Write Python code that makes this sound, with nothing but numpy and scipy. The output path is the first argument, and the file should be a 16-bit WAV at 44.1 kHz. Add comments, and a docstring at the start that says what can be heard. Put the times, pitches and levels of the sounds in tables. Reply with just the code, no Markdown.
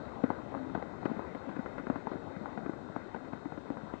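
"""Wet slaps over rushing water: swans run across a river to take off, heard on a small camera.
Each webbed foot smacks the surface, punches in a pocket of air that rings low, and throws spray
that patters back. Churned water rushes and plops underneath. The dull microphone feeds only the
left channel and picks up the camera motor's faint whine; both channels carry faint hiss."""
import sys
import numpy as np
from scipy import signal
from scipy.fft import rfft, irfft
from scipy.io import wavfile
from scipy.ndimage import uniform_filter1d

SR = 44100
rng = np.random.default_rng(int(sys.argv[2]) if len(sys.argv) > 2 else 0)


def unload_audio(sound):
    """Save the sound as a 16-bit wav file, at the path given as the first command line argument."""
    columns = np.transpose(np.atleast_2d(sound))
    # keep every value between -1 and 1, then stretch to whole-number steps
    steps = np.round(np.clip(columns, -1, 1) * 32767)
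    wavfile.write(sys.argv[1], SR, steps.astype(np.int16))


N = 176400


def db_to_gain(db):
    """Turn decibels into a number to multiply by."""
    return 10 ** (np.asarray(db) / 20)


def set_level(sound, db):
    """Set a sound's average (rms) level."""
    return sound * db_to_gain(db) / np.sqrt(np.mean(sound ** 2))


def add_burst(out, start_s, sound, db):
    """Mix in a short sound, its level counted as if its energy were spread over 20 ms."""
    sound = sound * db_to_gain(db) / np.sqrt(np.sum(sound ** 2) / (.02 * SR))
    start = int(np.clip(start_s * SR, 0, N - 1))
    out[start:start + len(sound)] += sound[:N - start]


def gain_over_time(points):
    """Join (time_s, level_db) points into a gain for every sample."""
    return db_to_gain(np.interp(np.arange(N) / SR, *np.array(points).T))


def gain_at_pitch(points, hz):
    """Read gains off a tone curve of (pitch_hz, level_db) points."""
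    pitch_hz, level_db = np.array(points, float).T
    return db_to_gain(np.interp(np.log(hz + 1), np.log(pitch_hz), level_db))


def shape_tone(sound, points, size=4096):
    """Filter a sound so that it follows a tone curve."""
    cepstrum = irfft(np.log(gain_at_pitch(points, np.fft.rfftfreq(size, 1 / SR))))
    # make the filter ring only after a sound, never before it
    cepstrum[1:size // 2] *= 2
    cepstrum[size // 2 + 1:] = 0
    return signal.fftconvolve(sound, irfft(np.exp(rfft(cepstrum))))[:len(sound)]


def shaped_noise(points):
    """Noise that follows a tone curve."""
    return shape_tone(rng.standard_normal(N), points)


def wander(turns_per_s):
    """A smooth random drift, about 1 in size."""
    hold = int(SR / turns_per_s)
    steps = np.repeat(rng.standard_normal(N // hold + 1), hold)
    return set_level(uniform_filter1d(uniform_filter1d(steps, hold), hold)[:N], 0)


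def air_pocket(hz, ring_s, rise=0, attack_s=0):
    """Trapped air rings, fading 60 dB in ring_s while its pitch climbs by the fraction rise."""
    t = np.arange(int(ring_s * SR) + 2) / SR
    onset = 1 - np.exp(-t / attack_s) if attack_s else 1
    fade = np.exp(-np.log(1000) * t / ring_s)
    return onset * fade * np.sin(2 * np.pi * hz * t * (1 + rise * t / ring_s / 2))


def camera_hiss():
    """The camera's electronics add a faint, steady hiss."""
    # tone of the hiss: pitch_hz, level_db
    hiss_tone = [(20, 21.5), (60, 14), (150, 1.5), (1000, 0.5), (4000, 0), (7500, -4), (8600, -10),
                 (10000, -25.5), (16000, -28)]
    return set_level(shaped_noise(hiss_tone), -71.5)


def motor_whine():
    """The camera motor gives off thin, high tones that waver in level and pitch."""
    # motor tones: pitch_hz, relative_level_db
    motor_tones = [(3106, -86), (3655, -80), (3838, -82), (4021, -99), (4204, -83), (4753, -94),
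                   (4936, -99), (5340, -101), (5739, -100), (7020, -103), (7171, -103), (7386, -104),
                   (7515, -102), (7666, -102), (8177, -106), (8323, -106)]
    t, out = np.arange(N) / SR, 0
    boost_db, waver_db, jitter_hz = 4.5, 0.66, 2.83
    for hz, db in motor_tones:
        peak = np.sqrt(2) * db_to_gain(db + boost_db - waver_db * wander(17))
        cycles = hz * t + np.cumsum(jitter_hz * wander(30)) / SR
        out = out + peak * np.sin(2 * np.pi * cycles)
    return out


def river():
    """Rushing water with a little wind below it: pitch bands swell together and flicker alone."""
    # tone of the rush: pitch_hz, level_db
    river_tone = [(20, -17), (40, -8), (70, -2.5), (120, -3), (200, -0.5), (280, 1), (400, -4), (800, -9),
                  (1400, -12), (2000, -16.5), (4000, -16), (9000, -28)]
    swell_db, flicker_db = .5, 2.5
    hz = np.fft.rfftfreq(N, 1 / SR)
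    spectrum = rfft(rng.standard_normal(N)) * gain_at_pitch(river_tone, hz)
    swell, out = wander(2.8), 0
    bands = np.floor(2 * np.log2(np.maximum(hz, 40) / 40))  # half an octave each
    for band in np.unique(bands):
        band_noise = irfft(spectrum * (bands == band), N)
        out = out + band_noise * db_to_gain(swell_db * swell + flicker_db * wander(24.7))
    return set_level(out, -41.5)


def patter(per_s, low_hz, high_hz, cycles, scatter_db):
    """Falling water and the feet of farther birds make little bubbles that ring at random."""
    out = np.zeros(N)
    for when, pitch, size, length, sign in rng.random((int(per_s * N / SR), 5)):
        hz = low_hz * (high_hz / low_hz) ** pitch
        gain = db_to_gain(-scatter_db * np.log(1 - .97 * size))  # many quiet, a few loud
        bubble = gain * np.sign(sign - .5) * air_pocket(hz, cycles * (.5 + length) / hz, rise=0.3)
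        start = int(when * N)
        out[start:start + len(bubble)] += bubble[:N - start]
    return set_level(out, 0)


def fine_spray():
    """Fine spray fizzes around 2 kHz, loudest between one and two seconds in."""
    # tone of the fizz: pitch_hz, level_db
    fizz_tone = [(700, -28), (1400, -2.5), (2000, 1), (2600, -2.5), (5000, -18)]
    # loudness of the fizz: time_s, level_db
    fizz_levels = [(0, -62), (.8, -68.5), (1.1, -50.5), (1.4, -58), (1.8, -53), (2.4, -67), (4, -67)]
    return set_level(shaped_noise(fizz_tone), 0) * gain_over_time(fizz_levels)


def foot_slaps():
    """Each foot cracks and tears the water open, with a hollow smack, a low thump and a tail of spray."""
    # one row per slap, levels before the offsets below: start_s, pocket_hz, pocket_db, pocket_ring_s,
    # smack_hz, smack_db, smack_cycles (to fade 60 dB; negative means no smack), tear_db
    slaps = [(0.2384, 256, -22, 0.0405, 482.6, -32, 16, -32.5),
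             (0.3031, 305.4, -31, 0.0236, 817, -28, 6, -38.5),
             (0.5418, 283, -40.5, 0.02, 766, -36.5, 5.5, -52.5),
             (0.5493, 289, -40.5, 0.086, 844, -34, 3.5, -43),
             (0.5751, 260, -43.5, 0.077, 1363, -47.5, 16, -54),
             (0.697, 275, -39, 0.049, 1116, -46, -2, -49),
             (0.7505, 219, -34.5, 0.0145, 704.3, -30.5, 11.5, -36),
             (0.7758, 254.3, -36, 0.0318, 679, -38, 2.5, -50.5),
             (0.8252, 207.6, -43, 0.13, 806, -40, 30, -40),
             (1.0303, 191, -43.5, 0.0224, 767, -42, 5.5, -47),
             (1.056, 254.4, -28, 0.0166, 479, -38.5, 15, -30),
             (1.0974, 307.6, -42, 0.016, 765, -42, 5, -47.5),
             (1.1146, 257.4, -31, 0.0277, 870, -53, 9, -49), (1.165, 207.3, -38, 0.047, 505, -42, 11, -48),
             (1.1939, 292.7, -41.5, 0.0264, 616, -33.5, 1, -46.5),
             (1.3494, 266, -40, 0.055, 707, -36.5, -7.5, -40),
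             (1.4922, 212.6, -41.5, 0.059, 860, -69.5, 16, -42.5),
             (1.565, 297, -37, 0.05, 1420, -51.5, 16, -42),
             (1.5919, 227.3, -30.5, 0.0273, 1248, -40.5, 4, -43.5),
             (1.6609, 273, -42.5, 0.0081, 900, -41, 3.5, -39),
             (1.7819, 264.5, -39.5, 0.034, 1124, -47, -6.5, -37.5),
             (1.7964, 269, -40, 0.086, 1140, -45, 19, -44),
             (1.8688, 230, -36, 0.031, 1300, -41, 6.5, -40.5),
             (1.9, 258.3, -26.5, 0.0375, 603, -31.5, 3, -37.5),
             (1.9585, 274.9, -36, 0.071, 1015, -40, 5, -40.5),
             (2.0704, 212, -37, 0.0256, 877, -33.5, 12, -40.5),
             (2.115, 287, -37.5, 0.036, 670, -31.5, -4.5, -41.5),
             (2.1556, 218, -36.5, 0.0295, 420, -52, -0.5, -49.5),
             (2.3648, 189.5, -38, 0.05, 1500, -51, 6.5, -46.5),
             (2.4106, 206.8, -39.5, 0.136, 1325, -57, 2, -58.5),
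             (2.4582, 261, -62, 0.017, 1073, -36.5, 5, -43.5),
             (2.5754, 219.5, -35.5, 0.0427, 776, -37.5, 8, -38.5),
             (2.6619, 275, -35, 0.048, 1169, -45, 12.5, -40),
             (2.6945, 323, -31.5, 0.0183, 449, -47, 1, -44.5),
             (2.7342, 220, -41, 0.0167, 925, -47.5, 5.5, -50),
             (2.8986, 200, -41, 0.0125, 613, -48.5, 18, -69.5),
             (2.9632, 276.2, -34.5, 0.034, 704, -35.5, 3, -40),
             (3.1455, 204, -40, 0.0363, 919, -36.5, 21.5, -39),
             (3.163, 225.6, -40.5, 0.061, 1434, -44, 8, -43.5),
             (3.2836, 227, -45.5, 0.034, 420, -50, 0.5, -46.5),
             (3.3329, 232.5, -36, 0.0155, 661, -40, 5, -41),
             (3.456, 289.6, -33.5, 0.0615, 927, -43, 8.5, -46),
             (3.5216, 280, -38.5, 0.0061, 738, -41.5, 10, -45),
             (3.5777, 291, -38.5, 0.0246, 528, -59.5, 6.5, -44),
             (3.7026, 276.8, -32.5, 0.0594, 490, -38.5, 12, -45.5),
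             (3.771, 232, -44.5, 0.048, 883, -39, 1.5, -50),
             (3.834, 176.7, -37, 0.0232, 420, -68.5, 4.5, -76),
             (3.9377, 231.6, -36.5, 0.0206, 771.6, -45, 29, -40.5)]
    # large trapped bubble that rings on: start_s, pitch_hz, level_db, ring_s
    big_bubbles = [(.566, 261.7, -31, 0.537)]
    # tone of tearing water and spray: pitch_hz, level_db
    splash_tone = [(100, -18.5), (300, 8), (500, 9), (900, 1.5), (1400, 2), (2000, -3.5), (2700, -11),
                   (4000, -15), (9000, -18.5)]
    # tone of a thin sheet of water snapping: pitch_hz, level_db
    crack_tone = [(500, -23), (1400, -3), (2100, -0.5), (3000, 0.5), (4300, -4), (5500, -12.5), (9000, -20)]
    out, t = np.zeros(N), np.arange(SR // 5) / SR
    tear, crack = shaped_noise(splash_tone), shaped_noise(crack_tone)
    ticks = rng.standard_normal(N) * (rng.random(N) < 1500 / SR)  # about 1500 a second
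    spray = shape_tone(ticks, splash_tone)
    lead_s, tear_decay_s, crack_decay_s, spray_decay_s = .007, .00772, .0045, .035
    build_up = (t / lead_s) ** 3  # the water starts to open just before the smack
    tear_shape = np.minimum(build_up, np.exp((lead_s - t) / tear_decay_s))
    crack_shape = np.minimum(build_up, np.exp((lead_s - t) / crack_decay_s))
    for start_s, pocket_hz, pocket_db, pocket_ring_s, smack_hz, smack_db, smack_cycles, tear_db in slaps:
        piece = rng.integers(N - len(t)) + np.arange(len(t))  # a random stretch of the noises
        smack = air_pocket(smack_hz, smack_cycles / smack_hz, attack_s=0.0003)
        thump = air_pocket(pocket_hz, pocket_ring_s, rise=0.073, attack_s=0.000233)
        add_burst(out, start_s - lead_s, tear[piece] * tear_shape, tear_db - 1)
        add_burst(out, start_s - lead_s, crack[piece] * crack_shape, tear_db - 8.5)
        add_burst(out, start_s, smack, smack_db - 3)
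        add_burst(out, start_s, thump, pocket_db + 1)
        add_burst(out, start_s, spray[piece] * np.exp(-t / spray_decay_s), smack_db - 8)
    for start_s, hz, db, ring_s in big_bubbles:
        add_burst(out, start_s, air_pocket(hz, ring_s, attack_s=0.0051), db)
    bass_cut = signal.butter(2, 143.4, "high", fs=SR, output="sos")  # a foot is too small for deep bass
    return signal.sosfilt(bass_cut, out)


def scene():
    """Slaps over churned water and fine spray, on the left channel alone."""
    # the churned water eases as the flock draws away: time_s, gain_db
    churn_levels = [(0, 0.5), (0.801, 1), (1.6, -0.5), (2.3, -0.5), (2.8, -1), (3.4, -2), (4, -2)]
    slaps, rush = foot_slaps(), river()
    plops = db_to_gain(-53) * patter(per_s=110, low_hz=152.7, high_hz=426.4, cycles=8.3, scatter_db=5.5)
    drops = db_to_gain(-49.5) * patter(per_s=900, low_hz=455.7, high_hz=2340, cycles=7, scatter_db=5)
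    churn = gain_over_time(churn_levels) * (rush + plops + drops)
    return np.array([slaps + fine_spray() + churn, np.zeros(N)])


def record(dry):
    """A dull microphone with a bass cut also picks up the motor; hiss lies on both channels."""
    # tone of the microphone: pitch_hz, gain_db
    mic_tone = [(20, -1), (1000, 2), (1200, -1), (1500, 1.5), (1780, -7), (1990, -1), (2330, -13.5),
                (2570, -8.5), (2850, -21.5), (3120, -15.5), (3350, -21), (3700, -15.5), (4200, -17.5),
                (4800, -24.5), (7000, -33.5), (10000, -41.5), (16000, -54)]
    bass_cut = signal.butter(3, 48.7, "high", fs=SR, output="sos")
    treble_cut = signal.ellip(8, .2, 70, 15800, fs=SR, output="sos")
    left = signal.sosfilt(bass_cut, shape_tone(dry[0], mic_tone)) + motor_whine()
    hiss = np.array([camera_hiss() for _ in dry])
    return signal.sosfilt(treble_cut, hiss + np.array([left, dry[1]]))


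dry = scene()
out = record(dry)
unload_audio(out)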